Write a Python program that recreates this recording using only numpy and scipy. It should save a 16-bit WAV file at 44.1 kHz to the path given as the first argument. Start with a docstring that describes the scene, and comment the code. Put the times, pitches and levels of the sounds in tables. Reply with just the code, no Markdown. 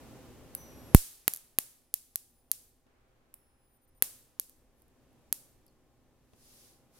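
"""Sparking voltage multiplier

A hand-switched voltage multiplier on a cloth-covered table, close to a phone in a small hard room.
Its oscillator, a sum of three harmonics, whines downwards while the capacitors charge.
Sparks, filtered impulses roughened by noise, snap across a wire gap at uneven moments; the first and
biggest also kicks the microphone circuit, and the gain control ducks and creeps back for seconds.
Coloured noise makes the switch clicks, dull swells, the hand and the room; sines make the hum."""
import sys
import numpy as np
from scipy import signal
from scipy.fft import rfft, irfft
from scipy.io import wavfile
from scipy.ndimage import uniform_filter1d

SR = 44100
rng = np.random.default_rng(int(sys.argv[2]) if len(sys.argv) > 2 else 0)


def wav_out(sig):
    """Save sig, one row per channel (or a flat mono array), as 16-bit PCM at SR to the path in sys.argv[1]."""
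    wavfile.write(sys.argv[1], SR, np.round(np.clip(np.atleast_2d(sig).T, -1, 1) * 32767).astype(np.int16))


N = 308259
T = np.arange(N) / SR  # time [s]

# sparks across the gap: (time [s], energy [dB], low-pitched body relative to the snap [dB])
SPARKS = [(0.9476, 40, -18), (1.2797, 28, -6.5), (1.3372, 14, -31), (1.3477, 2, -29), (1.3621, 3.5, -23),
          (1.3722, -0.5, -29), (1.5868, 26.5, -10), (1.9409, 21, -31), (2.1579, 17.5, -21),
          (2.5158, 21.5, -28.5), (4.0235, 26.5, -10), (4.3978, 14, -26.5), (4.4964, -15, -36),
          (5.327, 16.5, -19.5)]


def undb(db):
    """Decibels to gain."""
    return 10 ** (np.asarray(db) / 20)


def unit(x):
    """Scale each channel to energy 1."""
    return x / np.sqrt(np.sum(x ** 2, axis=-1, keepdims=True))


def read(points, hz):
    """Read a (frequency [Hz], level [dB]) table on a log-frequency axis."""
    table_hz, db = np.transpose(points)
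    return np.interp(np.log(hz + 1), np.log(table_hz), db)


def response(points, size=1024):
    """Minimum-phase impulse response of energy 1 with the given colour."""
    log_gain = np.log(undb(read(points, np.fft.rfftfreq(size, 1 / SR))))
    cepstrum = irfft(log_gain)
    # folding the cepstrum onto positive times makes the response causal
    cepstrum[1:size // 2] *= 2
    cepstrum[size // 2 + 1:] = 0
    return unit(irfft(np.exp(rfft(cepstrum))))


def through(x, ir):
    """Pass a sound through an impulse response; gives channels x N."""
    return signal.oaconvolve(np.atleast_2d(x), np.atleast_2d(ir), axes=-1)[:, :N]


def noise(points):
    """Coloured noise of rms 1, unrelated left and right."""
    return through(rng.standard_normal((2, N)), response(points))


def strikes(times, db):
    """One impulse for each event."""
    x = np.zeros(N)
    np.add.at(x, np.round(np.asarray(times) * SR).astype(int), undb(db))
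    return x


def walk(rate):
    """Slow random wander with a spread of 1, heading for a new value rate times a second."""
    k = int(SR / rate)
    held = np.repeat(rng.standard_normal(N // k + 1), k)
    smooth = uniform_filter1d(uniform_filter1d(held, k), k)[:N]
    return smooth / smooth.std()


def swell(peak_s, db, rise_db_per_s, fade_db_per_s):
    """Gain that rises to a peak and fades again, each at its own steady rate."""
    before = (peak_s - T) * rise_db_per_s
    after = (T - peak_s) * fade_db_per_s
    return undb(db - np.maximum(before, after))


def stroke(middle_s, half_s, db, steepness=3.4):
    """Gain of a smooth stroke: a rounded top with soft ends."""
    return undb(db) / (1 + np.abs((T - middle_s) / half_s) ** steepness) ** 2


def gate(start_s, end_s, edge_s=0.0054):
    """On between two moments, with short ramps."""
    return np.clip(np.minimum(T - start_s, end_s - T) / edge_s + .5, 0, 1)


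def tail(t60, start, likeness):
    """Dense echoes of energy 1 that set in at start s and die away, partly shared by both ears."""
    t = T[:SR]
    shared = np.clip(likeness, 0, 1)
    common = np.sqrt(shared) * rng.standard_normal(SR)
    separate = np.sqrt(1 - shared) * rng.standard_normal((2, SR))
    return unit((common + separate) * (t >= start) * np.exp(-np.log(1000) * t / t60))


def room(x, early_db=-25, late_db=-20.0, dull_db=-33):
    """A brief cluster from the furniture and the longer walls; what lies below 4500 Hz lasts longest."""
    furniture = undb(early_db) * tail(.22, .011, .2)
    walls = undb(late_db) * tail(.52, .005, .03)
    treble_cut = signal.butter(2, 4500, fs=SR, output="sos")
    dull = undb(dull_db) * unit(signal.sosfilt(treble_cut, tail(1.0, .007, 0.69)))
    return through(x, furniture + walls + dull)


def ports(points):
    """A colour as the left and right microphone ports, which ring differently, hear it."""
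    # (frequency [Hz], left minus right [dB]); each side is then scaled to energy 1
    port_tilt = [(500, -1), (4000, -3), (8000, -4.5), (9300, 6), (10300, -0.5), (12000, -1.5), (13100, -4),
                 (14000, -11.5), (14800, 3.5), (16000, 0)]
    hz = np.geomspace(50, SR / 2, 400)
    colour, half_tilt = read(points, hz), read(port_tilt, hz) / 2
    return np.array([response(np.column_stack([hz, colour + side * half_tilt])) for side in (1, -1)])


def ambience(air_db=-55, swell_db=1.44, waver_db=2):
    """Room noise, most alike in both ears near 600 Hz and widest in the treble, and appliance hum."""
    # room noise colour: (frequency [Hz], density [dB per Hz])
    air_colour = [(15, -39), (25, -9.5), (120, -0.5), (161, -7), (263, -2.5), (439, -8), (516, -7),
                  (607, -10), (818, -13.5), (1700, -22), (2480, -23.5), (4490, -29), (14000, -32),
                  (16000, -39.5)]
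    # stereo width of the room noise: (frequency [Hz], side minus mid [dB])
    air_width = [(100, -4), (600, -11.5), (2400, -4.5), (6000, 1)]
    # steady hum of appliances, before its waver: (frequency [Hz], level [dB])
    hum_tones = [(118, -67), (258, -68), (371, -71), (522, -74), (802, -74), (1071, -80.5), (1771, -85),
                 (14250, -85.5)]
    mid, side = noise(air_colour)
    side = irfft(rfft(side) * undb(read(air_width, np.fft.rfftfreq(N, 1 / SR))), N)
    air = np.array([mid + side, mid - side]) * undb(air_db + swell_db * walk(3))
    hum = np.zeros(N)
    for hz, db in hum_tones:
        tone = np.sqrt(2) * np.sin(2 * np.pi * hz * T + walk(5))  # the phase drifts
        hum += tone * undb(db + waver_db * walk(3.7))
    return air + hum


def switch(spring_hz=4260, spring_t60=0.071, spring_bend_hz=1200, settle_s=.005, room_db=6):
    """The contact chatters as brief noise, its spring chirps down to a ring, and it scrapes on release."""
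    # clicks of the push switch: (time [s], energy [dB], spring ring relative to the click [dB])
    presses = [(0.5502, -6.5, -46.5), (3.3408, -2.5, -47.5), (4.820, -23.5, -31), (4.881, -30.5, -24.5),
               (5.130, -36, -26), (5.665, -25, -13), (5.680, -33.5, 1.5)]
    # contact noise colour: (frequency [Hz], density [dB per Hz])
    click_colour = [(100, -24), (1500, -20), (4000, -24), (7000, -23), (9300, -8), (10900, 1.5),
                    (12000, -8.5), (13000, -1.5), (16000, -15)]
    s, db, ring_db = np.transpose(presses)
    t = T[:SR]
    click = noise(click_colour) * through(strikes(s, db), unit(np.exp(-t / 0.0016)))
    pitch_hz = spring_hz + spring_bend_hz * np.exp(-t / settle_s)
    phase = 2 * np.pi * np.cumsum(pitch_hz) / SR
    spring = unit(np.sin(phase) * np.exp(-np.log(1000) * t / spring_t60))
    dry = click + through(strikes(s, db + ring_db), spring)
    # the contact scrapes harder as the finger eases off, until it opens
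    scrape = noise(click_colour) * swell(4.802, -58.5, rise_db_per_s=201, fade_db_per_s=600)
    return dry + undb(room_db) * room(dry) + scrape


def oscillator(jitter=.001, strained_jitter=0.0047, strain_hz=4900, flutter_db=2):
    """The transformer sings lower and louder as the charge builds; near full charge it trembles and stalls."""
    # the oscillator charges the capacitors: (start [s], end [s], starting pitch [Hz],
    # charging time constant [s], level at full charge before the core's colour [dB])
    charges = [(0.57, 2.29, 6010, .85, -63), (2.335, 2.43, 5020, .14, -59), (3.37, 3.69, 5450, .21, -61),
               (3.777, 3.815, 5150, .22, -66.5), (3.896, 3.946, 5171, 0.25, -66),
               (3.987, 4.39, 5150, .4, -67)]
    # overloaded, it stalls in short sagging chirps; sounds only if end is after start: (start [s], end [s])
    stalls = [(2.29, 2.315), (2.43, 2.7), (2.465, 2.35), (3.69, 3.77), (3.728, 3.742), (3.755, 3.777),
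              (3.815, 3.856), (3.875, 3.896), (3.947, 3.988)]
    # how well the transformer radiates: (frequency [Hz], gain [dB])
    core = [(4700, -24.5), (5100, -11), (5400, -12), (5700, -9), (5950, 11), (9500, -1), (12000, 0),
            (14200, 1.5), (14900, -3.5), (15400, -14.5), (16200, -26)]
    full_hz, quieter_db_per_khz = 4870, 5.5  # a lighter load sings higher and more softly
    stall_hz, stall_sag_hz, stall_db = 4850, 230.95, -61
    hz, gain = np.full(N, float(full_hz)), np.zeros(N)
    for start, end, start_hz, charge_s, db in charges:
        on = gate(start, end)
        above_hz = (start_hz - full_hz) * np.exp(-np.maximum(T - start, 0) / charge_s)
        hz = np.where(on > 0, full_hz + above_hz, hz)
        gain = np.maximum(gain, on * undb(db - quieter_db_per_khz * above_hz / 1000))
    for start, end in stalls:
        on = gate(start, end)
        progress = np.clip((T - start) / (end - start), 0, 1)
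        hz = np.where(on > 0, stall_hz - stall_sag_hz * progress ** 2, hz)
        gain = np.maximum(gain, on * undb(stall_db))
    hz = hz * (1 + np.where(hz < strain_hz, strained_jitter, jitter) * walk(260))
    phase = 2 * np.pi * np.cumsum(hz) / SR
    tone = sum(undb(read(core, k * hz)) * np.sin(k * phase) for k in range(1, 4))
    return np.sqrt(2) * tone * gain * undb(flutter_db * walk(32))


def sparks(scatter_db=-13, body_room_db=-6, rough_db=-6, rough_s=0.0014):
    """Each discharge is one pressure impulse, scattered by the parts around the gap and then by the room."""
    # colours of the snap, its low body and its room echo: (frequency [Hz], density [dB per Hz])
    snap_colour = [(100, -35), (1000, -29), (3000, -22), (4300, -13.5), (5800, -13), (7600, -7.5),
                   (8800, -19), (10000, -3), (11200, 0), (12100, -3), (13200, 1), (14300, -7.5),
                   (15100, -13), (16500, -18)]
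    body_colour = [(30, -8), (200, 0), (1500, -3.5), (4000, -2.5), (9000, -11), (16000, -23)]
    echo_colour = [(100, -24.5), (1000, -20.5), (2200, -15), (4000, -8), (7000, -3), (10000, 0.5),
                   (13000, -1.5), (14500, -3.5), (16000, -11)]
    # distinct early reflections: (delay [s], level [dB])
    reflections = [(0.0020, -23.5), (0.0170, -32), (0.021, -33)]
    s, db, body_db = np.transpose(SPARKS)
    pulses, lows = strikes(s, db), strikes(s, db + body_db)
    snap = through(pulses, ports(snap_colour))
    body = through(lows, response(body_colour))
    # a millisecond of random noise, unrelated left and right, roughens each snap
    rough_envelope = through(lows, unit(np.exp(-T[:SR] / rough_s)))
    roughness = undb(rough_db) * noise(body_colour) * rough_envelope
    scatter = undb(scatter_db) * tail(0.014, .0002, 0.29)
    nearby = strikes(*np.transpose(reflections))[:SR] + scatter
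    walls = room(through(pulses, response(echo_colour)) + undb(body_room_db) * body)
    return snap + body + roughness + through(snap, nearby) + walls


def surge(db=34.5, coupling_hz=73, q=0.49, pan_db=-2, mismatch=.08, delay_s=.00015, rise_hz=2500):
    """The biggest discharge induces a voltage step in the microphone circuit; its coupling makes a thump of it."""
    biggest_s = max(SPARKS, key=lambda spark: spark[1])[0]
    step = 1. * (T >= biggest_s + delay_s)
    step = signal.sosfilt(signal.butter(2, rise_hz, fs=SR, output="sos"), step)
    thumps = []
    for side in (1, -1):  # left, right
        w = 2 * np.pi * coupling_hz * (1 + side * mismatch)
        highpass = signal.bilinear([1, 0, 0], [1, w / q, w * w], SR)
        thumps.append(undb(db + side * pan_db / 2) * signal.lfilter(*highpass, step))
    return np.array(thumps)


def dull_swells(rough_db=0.2, rise_db_per_s=700):
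    """Dull mid-range noise that rises quickly and fades steadily."""
    # (time of the peak [s], level [dB], fade [dB per s])
    swells = [(1.06, -55, 18), (2.87, -55.5, 8.5), (6.96, -60, 8)]
    # (frequency [Hz], density [dB per Hz])
    dull_colour = [(100, -10), (400, -0.5), (800, -1.5), (1500, -3.5), (3000, -12), (8000, -28),
                   (16000, -38)]
    gain = sum(swell(s, db, rise_db_per_s, fade) for s, db, fade in swells)
    return noise(dull_colour) * gain * undb(rough_db * walk(16))


def hand(rough_db=0.2, room_db=8):
    """Dull knocks on the table are filtered impulses; soft brushes over the cloth are shaped noise."""
    # soft knocks of the hand on the table: (time [s], energy [dB])
    knock_events = [(2.866, -21), (6.334, -17.5)]
    # the hand brushes over the cloth as it lets go: (middle [s], half length [s], level [dB])
    brushes = [(6.572, 0.21, -48), (6.985, 0.059, -53)]
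    # colours of knocks and cloth: (frequency [Hz], density [dB per Hz])
    knock_colour = [(40, 8), (250, 6), (1200, -14), (3500, -18), (9000, -27.5), (16000, -36)]
    cloth_colour = [(200, -13), (2000, -9), (3500, -4.5), (5000, -0.5), (8000, -2.5), (10800, 0.5),
                    (14000, -5), (16000, -11)]
    blows = strikes(*np.transpose(knock_events))
    knocks = through(through(blows, response(knock_colour)), tail(.03, 0, .8))
    brush_gain = sum(stroke(*row) for row in brushes)
    brush = noise(cloth_colour) * brush_gain * undb(rough_db * walk(28))
    return knocks + undb(room_db) * room(knocks) + brush


def scene():
    """Everything that reaches the microphones and their circuit."""
    return ambience() + switch() + oscillator() + sparks() + surge() + dull_swells() + hand()


def gain_control(x, limit_db=-6.0, release_db_per_s=1.5962, size=2205):
    """Turns down at once when the recent power passes the limit, then recovers at a steady slow rate."""
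    # mean power of both channels over the last size samples
    power = signal.fftconvolve(np.mean(x ** 2, axis=0), np.ones(size) / size)[:N]
    over = np.maximum(10 * np.log10(np.abs(power) + 1e-12) - limit_db, 0)
    recovery = release_db_per_s * T
    return x * undb(recovery - np.maximum.accumulate(over + recovery))


def record(dry, rumble_db=-73, rumble_hz=22, flicker_db=3, hiss_db=-91, block_hz=11, top_hz=16000):
    """Gain control, a faint flickering rumble and hiss, clipping at full scale, a DC blocker and the top cut."""
    rumble_noise = noise([(20, 1), (120, -1.5), (400, -25)])[0]  # (frequency [Hz], density [dB per Hz])
    rumble = signal.sosfilt(signal.butter(1, rumble_hz, fs=SR, output="sos"), rumble_noise)
    rumble = rumble / rumble.std() * undb(rumble_db + flicker_db * walk(7))
    hiss = undb(hiss_db) * rng.standard_normal((2, N))
    x = np.clip(gain_control(dry) + rumble + hiss, -1, 1)
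    x = signal.sosfilt(signal.butter(1, block_hz, "highpass", fs=SR, output="sos"), x)
    return signal.sosfilt(signal.ellip(8, .2, 70, top_hz, fs=SR, output="sos"), x)


dry = scene()
out = record(dry)
wav_out(out)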